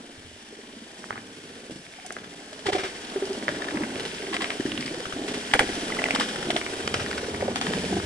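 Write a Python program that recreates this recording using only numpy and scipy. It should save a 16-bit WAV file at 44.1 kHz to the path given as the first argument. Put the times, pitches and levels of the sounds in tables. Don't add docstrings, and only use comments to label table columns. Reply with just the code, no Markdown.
import sys
import numpy as np
from scipy import signal
from scipy.fft import rfft, irfft, next_fast_len
from scipy.io import wavfile
from scipy.ndimage import uniform_filter1d

SR = 44100
rng = np.random.default_rng(int(sys.argv[2]) if len(sys.argv) > 2 else 0)


def unload_audio(sound):
    columns = np.transpose(np.atleast_2d(sound))
    steps = np.round(np.clip(columns, -1, 1) * 32767)
    wavfile.write(sys.argv[1], SR, steps.astype(np.int16))


N = 355093
LIVE = N // 2 + SR // 4

# start_s (as played), level_db (peak), pitch_hz, splintering_ms, splinters_db (over the ring),
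# brightness_db_per_octave (of the splinters)
SNAPS = [(0.979, -37.5, 1850, 80, 6, 12), (1.1064, -22, 1700, 3.6, -7, -3),
         (1.1277, -25.5, 1840, 2.2, -3, -9), (1.708, -36, 2810.0, 27, 2, 11.5),
         (1.938, -32, 2100, 1.9, -16, -8), (2.063, -29.5, 6950, 3.7, 5, 17.5),
         (2.1662, -22.5, 1730, 6.1, -5, -5), (2.1855, -30, 1780, 7.5, 6, 2),
         (2.529, -29.5, 1410, 12, 6, 7.5), (2.657, -28.5, 2700, 30, 9, 6), (2.6654, -17.5, 1960, 16, 1, 4),
         (2.7532, -21.5, 2270, 20, 0, 6), (2.782, -24, 2260, 47, 1.5, 4.5), (2.797, -30, 2000, 48, 10, 3),
         (3.0982, -32, 3488.0, 14, 1, 5), (3.2248, -29.5, 1820, 11, -5, -5),
         (3.255, -28.5, 4970, 9.1, -11, 15), (3.4816, -9.5, 1750, 2.4, -6.5, -1.5),
         (3.4892, -16.5, 1840, 4.9, -6, 0.5), (3.5144, -29, 1960, 3.4, 14, 7),
         (3.6195, -23, 1780, 13, 4, 1.5), (3.644, -22.5, 2120, 4.2, 1, -1.5),
         (3.8203, -24, 1760, 1.5, -6, -5), (3.8351, -19.5, 2000, 8.3, 0, -5),
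         (3.9568, -21.5, 2050, 1.5, 0, 3), (4.0512, -24.5, 3300, 21, 4, 7),
         (4.184, -25.5, 2670, 4.2, -19, 6), (4.2223, -25, 2050, 13, -9, 6), (4.328, -20, 1110, 34, 9, 2.5),
         (4.4192, -20.5, 4020, 9.5, 5, 5.5), (4.4255, -23, 1930, 5.6, -3, 9),
         (4.4436, -15, 2110, 3.1, -3, 1.5), (4.4563, -27, 2180, 4.4, 6, 0), (4.6601, -27, 1760, 14, -1, 4),
         (4.777, -17.5, 3050, 4.6, -9, 4), (4.809, -24.5, 4870, 13, -2, 5.5),
         (4.8263, -22, 2196.0, 2.8, -19, 4), (5.004, -25, 1560, 2.8, 14, 6),
         (5.0546, -24, 1480, 6.1, 8, -0.5), (5.2799, -24, 1650, 29, 17, 5.5),
         (5.5135, -23, 2940, 5.5, -8, -1), (5.5365, -8.5, 3000, 6.7, -9, 9),
         (5.5378, -2.5, 1990, 2.6, -8.5, 14.5), (5.5407, -8.5, 1600, 8.9, -15, 28),
         (5.603, -26, 3080, 14, -3, 0), (5.607, -17, 1890, 15, 0, -13), (5.902, -22, 1310, 5.4, -5, 0),
         (5.9945, -22, 2600, 8, 2, 0), (6.0856, -19, 1740, 5.6, 1, 0.5),
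         (6.1076, -10.5, 2300, 5.2, -3.5, 6), (6.1971, -15, 3350, 35, 12, 5.5),
         (6.209, -17.5, 1220, 10, -4, -1), (6.214, -19, 1620, 7.1, -14, -3),
         (6.3586, -21, 1500, 6.4, 11, 1), (6.564, -13.5, 3160, 11, 0, 3), (6.5703, -26, 2300, 28, -4, 21),
         (6.614, -19, 2160, 4.5, -6, -7), (6.803, -26.5, 1600, 17, -1, -3),
         (6.9416, -11, 2170, 4.9, 10.5, 3.5), (6.948, -27, 1560, 21, 13, 1),
         (7.0619, -20.5, 1850, 8.8, 1, 1), (7.179, -20.5, 1430, 7.3, 14, 1),
         (7.41, -24.5, 1870, 2.2, -28, -11), (7.418, -25, 2090, 7.9, -8, -4),
         (7.5583, -13.5, 2120, 3.8, 11, 8.5), (7.5647, -21.5, 2150, 16, 16, 3),
         (7.6675, -15, 1830, 3.9, 4, -1), (7.785, -23, 2390, 8.8, -7, 11), (7.927, -32, 1510, 6.2, -2, -8),
         (8.0, -24.5, 1460, 6.8, 0, -6)]


def snaps():
    out = np.zeros((2, LIVE))
    chances = rng.standard_normal((len(SNAPS), 2, 2, 3000))
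    for (start_s, level_db, *shape), chance in zip(SNAPS, chances):
        add(out, start_s, level_db, snap(*shape, chance))
    return out


# pitch_hz, level_db (relative)
CRACK = [(290, -36), (500, 24.5), (860, 20), (1170, 18), (1500, 21), (1920, 22.5), (2470, 12), (3050, 17),
         (3930, 8), (5260, 5), (6960, -7), (7840, -3.5), (10600, -17.5), (12000, -43), (22000, -120)]


def snap(hz, ms, splinter_db, bright_db, chance):
    t_ms = np.arange(chance.shape[-1]) / SR * 1000
    noise, luck = chance

    def splinter_tone(f):
        tilt_db = bright_db * np.log2(np.maximum(f, 600) / 2000)
        return gain_of(read(CRACK, f) + tilt_db)

    hiss = colour(noise, splinter_tone)
    clumps = gain_of(3 * evened(uniform_filter1d(luck[0], size=50)))
    crack = 0.4 * np.exp(-t_ms / 4.0)
    onset = np.minimum(t_ms / (0.25 + 0.059 * ms), 1)
    splinters = hiss * onset * (crack + clumps * gain_of(-11.0 * t_ms / ms))
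    cycles_ms = 1000 * (4.54 + 0.093 * ms) / hz
    head = peaked(packet(hz, cycles_ms, 0.0073, luck[:, 0], size=len(t_ms)))
    push = peaked(packet(122.0, 16.0, 0.44, np.zeros(2), size=len(t_ms)))
    return head + gain_of(splinter_db) * peaked(splinters) + 0.037 * push


# start_s (as played), level_db (peak), pitch_hz (nominal), length_ms (nominal)
KNOCKS = [(0.0022, -36.5, 253, 25), (0.176, -44, 91, 41), (0.523, -38.5, 427, 24), (0.766, -37, 251, 15),
          (1.1072, -17, 724, 1.1), (1.109, -43.5, 107, 51), (1.134, -36.5, 238, 24), (1.4399, -41, 250, 42),
          (1.561, -38.5, 450, 23), (1.635, -33, 420, 7.3), (1.6971, -34, 338, 6.3), (1.706, -37, 554, 9.7),
          (1.7073, -29.5, 287, 16), (1.716, -36, 181, 22), (1.7406, -43, 272, 14), (2.0452, -38, 724, 33),
          (2.1654, -38, 327, 12), (2.2013, -38, 223, 23), (2.5245, -36, 623, 15), (2.6552, -24, 406, 43),
          (2.656, -30, 840, 16), (2.666, -31.5, 102, 8.8), (2.7496, -16.5, 376, 14.7),
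          (2.7465, -23, 734, 28), (2.763, -25.5, 576, 23), (2.79, -27, 378, 25), (2.777, -30.5, 714, 22),
          (3.222, -20, 393, 22), (3.4836, -25, 579, 27), (3.572, -32.5, 283, 28), (3.6195, -29.5, 1750, 13),
          (3.743, -20, 295, 22), (3.753, -37, 277, 22), (3.8274, -24, 233, 26), (4.2319, -30.5, 383, 39),
          (4.313, -26, 330, 19), (4.329, -35.5, 757, 40), (4.341, -33, 1050, 18), (4.6533, -16, 304, 10.8),
          (4.661, -22, 308, 9.4), (4.674, -28, 284, 35), (4.734, -32.5, 264, 45), (4.719, -47.5, 101, 37),
          (4.783, -27, 244, 23), (4.848, -28.5, 336, 13), (4.938, -28.5, 487, 21), (5.064, -36.5, 95, 26),
          (5.279, -30, 417, 26), (5.287, -30.5, 254, 43), (5.45, -33, 240, 25), (5.5135, -27, 1590, 4.9),
          (5.5359, -11, 790, 8.2), (5.537, -22, 4150, 5.7), (5.542, -25.5, 424, 21),
          (5.548, -26.5, 104, 6.1), (5.616, -23, 582, 19), (5.622, -35, 1720, 10),
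          (5.7731, -25.5, 305, 11.4), (5.9885, -19, 1980, 10.5), (5.992, -25, 665, 8),
          (6.085, -21.5, 640, 8.8), (6.106, -24, 686, 13), (6.138, -20.5, 258, 16), (6.148, -23.5, 850, 14),
          (6.15, -25, 499, 13), (6.5605, -18.5, 674, 7.5), (6.86, -28.5, 215, 12), (6.803, -30, 338, 25),
          (6.9425, -20.5, 400, 3.2), (6.942, -21.5, 800, 4.9), (6.954, -33, 107, 30), (7.254, -34, 228, 20),
          (7.2834, -24, 440, 14), (7.34, -34.5, 101, 59), (7.4215, -20, 549, 20), (7.426, -19, 410, 13),
          (7.423, -26.5, 754, 12), (7.442, -25, 248, 27), (7.5575, -24.5, 754, 8.9),
          (7.559, -28, 1120, 6.6), (7.666, -44, 825, 6.4), (7.7, -26, 306, 22), (7.708, -22, 495, 7.6),
          (7.745, -25.5, 172.5, 49), (7.791, -27.5, 186, 29), (7.76, -50, 90, 74), (7.776, -34, 440, 14),
          (7.9061, -23.5, 210, 28), (7.9247, -19, 330, 13), (7.926, -26, 715, 13)]


def knocks():
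    out = np.zeros((2, LIVE))
    chances = rng.standard_normal((len(KNOCKS), 2, 7000))
    for (start_s, level_db, hz, ms), chance in zip(KNOCKS, chances):
        add(out, start_s, level_db, knock(hz, ms, chance))
    return out


def knock(hz, ms, chance):
    t_ms = np.arange(chance.shape[-1]) / SR * 1000
    size = len(t_ms)
    wobble = evened(uniform_filter1d(uniform_filter1d(chance[0], size=150), size=150))
    uneven = gain_of(0.043 * ms * wobble)
    main = peaked(packet(1.0436 * hz, 1.034 * ms, 0.18, chance[:, 0], size))
    above = peaked(packet(1.602 * hz, 1.16 * ms, 0.5, chance[:, 1], size))
    below = peaked(packet(0.55 * hz, 1.0 * ms, 0.16, chance[:, 2], size))
    shaking = chance * np.minimum(t_ms / 4, 1) * gain_of(-8.5 * t_ms / ms)
    rattle = ring(ring(shaking, hz, 0.4 * hz), hz, 0.6 * hz)
    rattle_gain = 0.17 + 0.0032 * ms
    return (main + 0.098 * above) * uneven + 0.059 * below + rattle_gain * peaked(rattle)


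def packet(hz, ms, sag, turn, size):
    u = np.arange(size) / SR * 1000 / ms
    cycles = hz * ms / 1000 * (u - sag * np.minimum(u, 2) ** 2 / 4)
    swell = u ** 1.4 * np.exp(-6.2 * u)
    return swell * np.sin(2 * np.pi * (cycles + turn[:, None]))


# (relative, per Hz)
LEAVES = [(470, -4), (800, -2.5), (1090, -9.5), (1260, -7.5), (1690, 1.5), (2720, -2), (3080, 0.5),
          (4140, -6), (5130, -4.5), (7210, -12), (8070, -7.5), (8840, -13), (11000, -15), (11600, -40),
          (12000, -85), (22000, -120)]
# time_s (as played), leaves_db, groaning_wood_db
FALL = [(0.0, -49.5, -45.5), (0.33, -49.5, -54), (1.03, -48.5, -46.5), (1.95, -48, -49), (2.62, -47, -44.5),
        (2.78, -42.5, -42), (3.76, -41.5, -34), (4.19, -40, -38.5), (4.5, -40, -38.5), (5.2, -41, -38),
        (5.78, -35.5, -34.5), (6.1, -37, -33), (6.39, -37.5, -34.5), (7.04, -38.5, -35), (7.31, -39, -36),
        (7.6, -42, -33.5), (7.73, -35, -32.5), (8.05, -38, -36)]
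SHOWER_DB, SHOWER_SHARE, SHOWER_RISE_S, SHOWER_LENGTHS = -40.5, 0.78, 0.0091, 0.63


def leaves_and_twigs():
    rush = wash(LEAVES, patchy_db=0.7, flicker_db=0.9)
    leaves = 0.9 * rush + 0.33 * grains(LEAVES, per_s=600, spread_db=4.1)
    twigs = grains(LEAVES, per_s=900, spread_db=3.5)
    shower = shaken(SNAPS, SHOWER_DB, SHOWER_SHARE, SHOWER_RISE_S, SHOWER_LENGTHS)
    return leaves * level(FALL, axis=1) + twigs * np.sqrt(shower)


# (relative, per Hz)
WOOD = [(71, -15.5), (120, -12), (245, 3.5), (360, 1), (424, 3), (519, -5), (686, -5.5), (1200, -18.5),
        (1560, -12.5), (2640, -120)]
GROAN_DB, GROAN_SHARE, GROAN_RISE_S, GROAN_LENGTHS = -30, 0.55, 0.0044, 0.36


def groaning_wood():
    wood = wash(WOOD, patchy_db=2.2, flicker_db=1.7)
    groan = shaken(KNOCKS, GROAN_DB, GROAN_SHARE, GROAN_RISE_S, GROAN_LENGTHS)
    return wood * np.sqrt(level(FALL, axis=2) ** 2 + groan)


# (relative, per Hz)
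RUMBLE = [(12, -55), (28, -38), (80, 14), (140, -1), (230, -26), (400, -120)]
# time_s (as played), level_db
RUMBLING = [(0, -71), (0.6, -67), (2.4, -79), (2.8, -65), (3.7, -60), (4.7, -63), (5.3, -69), (6.4, -57.5),
            (7.2, -52), (8.05, -43)]


def air_and_ground():
    return wash(RUMBLE, patchy_db=5.0, flicker_db=5.0) * level(RUMBLING, axis=1)


# pitch_hz, fade_s (time to fall by 60 dB)
FOREST = [(100, 0.57), (500, 0.12), (2000, 0.17), (6000, 0.31), (12000, 0.071)]


def forest(x):
    taps = np.zeros((2, SR // 2))
    slots = np.arange(300, SR // 2 - 20, 20)
    at = slots + rng.integers(0, 20, (2, len(slots)))
    np.put_along_axis(taps, at, rng.choice([-1.0, 1.0], at.shape), 1)
    hz, t, bands = signal.stft(taps, SR, nperseg=256)
    fade_s = np.maximum(read(FOREST, hz), 0.03)[:, None]
    tail = signal.istft(bands * gain_of(-60 * t / fade_s), SR, nperseg=256)[1]
    return signal.fftconvolve(x[None], tail / np.linalg.norm(tail[0]), axes=1)[:, :LIVE]


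# pitch_hz, side_db (over mid), tied_share (of side, 0 to 1), phase_rad (of tied side)
PORTS = [(90, -16.5, 0.12, -13), (266, -23, 0.2, -2), (450, -14.5, 1, -2), (700, -8, 0.92, -2),
         (900, -2.5, 0.54, -2), (1145, 5, 0.71, -4.5), (1440, 1, 0.58, -6), (1870, -6, 0.68, -7),
         (2520, -1.5, 0.34, -8.5), (3000, 0, 0.79, -11), (4400, -1, 0.62, -11.5), (5900, 0, 0.16, -10.5),
         (8500, 0.2, 0.35, -14), (11100, 1, 0.26, -13.5)]


def ports(paths):
    def share(f):
        return np.clip(read(PORTS, f, axis=2), 0, 1)

    def tied_response(f):
        return gain_of(read(PORTS, f)) * share(f) * np.exp(1j * read(PORTS, f, axis=3))

    def free_response(f):
        return gain_of(read(PORTS, f)) * np.sqrt(1 - share(f) ** 2)

    side = colour(paths[0], tied_response) + colour(paths[1], free_response)
    return np.array([paths[0] + side, paths[0] - side])


STEPS_BACK = [52.24, 68.93, 48.53, 61.77, 62.4, 55.69, 52.43, 64.99, 65.26, 50.29, 61.04, 68.03, 62.45,
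              62.0, 38.73, 72.15, 61.32, 60.41, 56.92, 64.54, 51.66, 61.41, 64.13, 52.74, 64.26, 49.8, 62.9,
              76.28, 55.56, 46.17, 65.03, 63.36, 54.6, 54.97, 68.3, 46.35, 77.28, 60.32, 55.42, 58.37,
              52.88, 59.46, 69.34, 52.56, 59.68, 63.85, 56.01, 58.1, 55.15, 66.8, 67.44, 49.07, 51.75,
              68.34, 59.77, 50.2, 68.3, 65.35, 53.51, 66.76, 53.02, 63.4, 57.14, 54.65, 67.62, 65.44, 40.86]
FIRST_STEP_S, STEP_EVERY_S, FADE_S = 0.0874, 0.11917, 0.008


def steps():
    back = np.round(np.array(STEPS_BACK) * SR / 1000).astype(int)
    at = np.round((FIRST_STEP_S + STEP_EVERY_S * np.arange(len(back))) * SR).astype(int)
    return at, np.r_[0, np.cumsum(back)]


def slowed(live):
    at, behind = steps()
    n = np.arange(N)
    nearest = np.searchsorted(at - STEP_EVERY_S * SR / 2, n) - 1
    k = np.clip(nearest, 0, len(at) - 1)
    over = np.clip((n - at[k]) / (FADE_S * SR) + 0.5, 0, 1)
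    before = live[:, np.minimum(n - behind[k], LIVE - 1)]
    after = live[:, np.maximum(n - behind[k + 1], 0)]
    return (1 - over) * before + over * after


def add(mix, start_s, peak_db, sound):
    at, behind = steps()
    n = round(start_s * SR)
    start = max(n - behind[np.searchsorted(at, n)], 0)
    part = mix[:, start:][:, :sound.shape[1]]
    part += (gain_of(peak_db) * peaked(sound))[:, :part.shape[1]]


def shaken(events, top_db, share, rise_s, lengths):
    out = np.zeros((1, LIVE))
    t = np.arange(SR // 3)[None] / SR
    for start_s, level_db, hz, ms, *rest in events:
        decay_s = lengths * ms / 1000
        swell = (1 - np.exp(-t / rise_s)) * np.exp(-t / decay_s)
        add(out, start_s, 2 * (top_db + share * level_db), swell)
    return out


def wash(spectrum, patchy_db, flicker_db):
    frames = LIVE // 128 + 6
    a, b, patches = rng.standard_normal((frames, 257, 2, 3)).T
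    patches = uniform_filter1d(patches[0], size=6, axis=0)
    patches = evened(uniform_filter1d(patches, size=10, axis=1))
    flicker = evened(uniform_filter1d(rng.standard_normal(frames), size=3))
    bands = (a + 1j * b) * gain_of(patchy_db * patches + flicker_db * flicker)
    x = signal.istft(bands, nperseg=512, noverlap=384)[1]
    return evened(colour(x[:, :LIVE], lambda f: gain_of(read(spectrum, f))))


def grains(spectrum, per_s, spread_db):
    size = gain_of(spread_db * np.minimum(rng.exponential(1, LIVE), 5))
    ticks = size * (rng.random(LIVE) < per_s / SR)
    puff = colour(rng.standard_normal((2, 2000)), lambda f: gain_of(read(spectrum, f)))[:, 800:1100]
    puff = puff * np.exp(-np.arange(300) / 230.0)
    return evened(signal.oaconvolve(ticks[None], puff)[:, :LIVE])


def ring(x, hz, width_hz):
    r = np.exp(-np.pi * width_hz / SR)
    return signal.lfilter([1, 0, -1], [1, -2 * r * np.cos(2 * np.pi * hz / SR), r * r], x)


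def colour(x, response):
    size = next_fast_len(x.shape[-1] + 2048)
    spectrum = rfft(x, size) * response(np.fft.rfftfreq(size, 1 / SR))
    return irfft(spectrum, size)[..., :x.shape[-1]]


def read(points, hz, axis=1):
    rows = np.array(points)
    return np.interp(np.log(hz + 1), np.log(rows[:, 0] + 1), rows[:, axis])


def level(rows, axis):
    rows = np.array(rows)
    played_s = 2 * np.arange(LIVE) / SR
    return gain_of(np.interp(played_s, rows[:, 0], rows[:, axis]))


def gain_of(db):
    return 10 ** (np.asarray(db) / 20)


def evened(x):
    return x / np.sqrt(np.mean(x ** 2) + 1e-20)


def peaked(x):
    return x / abs(x).max(1, keepdims=True)


def scene():
    breaks = snaps() + knocks()
    echoes = gain_of(-10.5) * forest(breaks[0])
    crown = leaves_and_twigs() + groaning_wood() + air_and_ground()
    return slowed(ports(breaks + echoes + crown))


EDGE_HZ, CEILING = 12150, 0.97


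def record(dry):
    soft = CEILING * np.tanh(dry / CEILING)
    low_pass = signal.firwin(301, EDGE_HZ, window=("kaiser", 9), fs=SR)
    return signal.oaconvolve(soft, low_pass[None], "same")


dry = scene()
out = record(dry)
unload_audio(out)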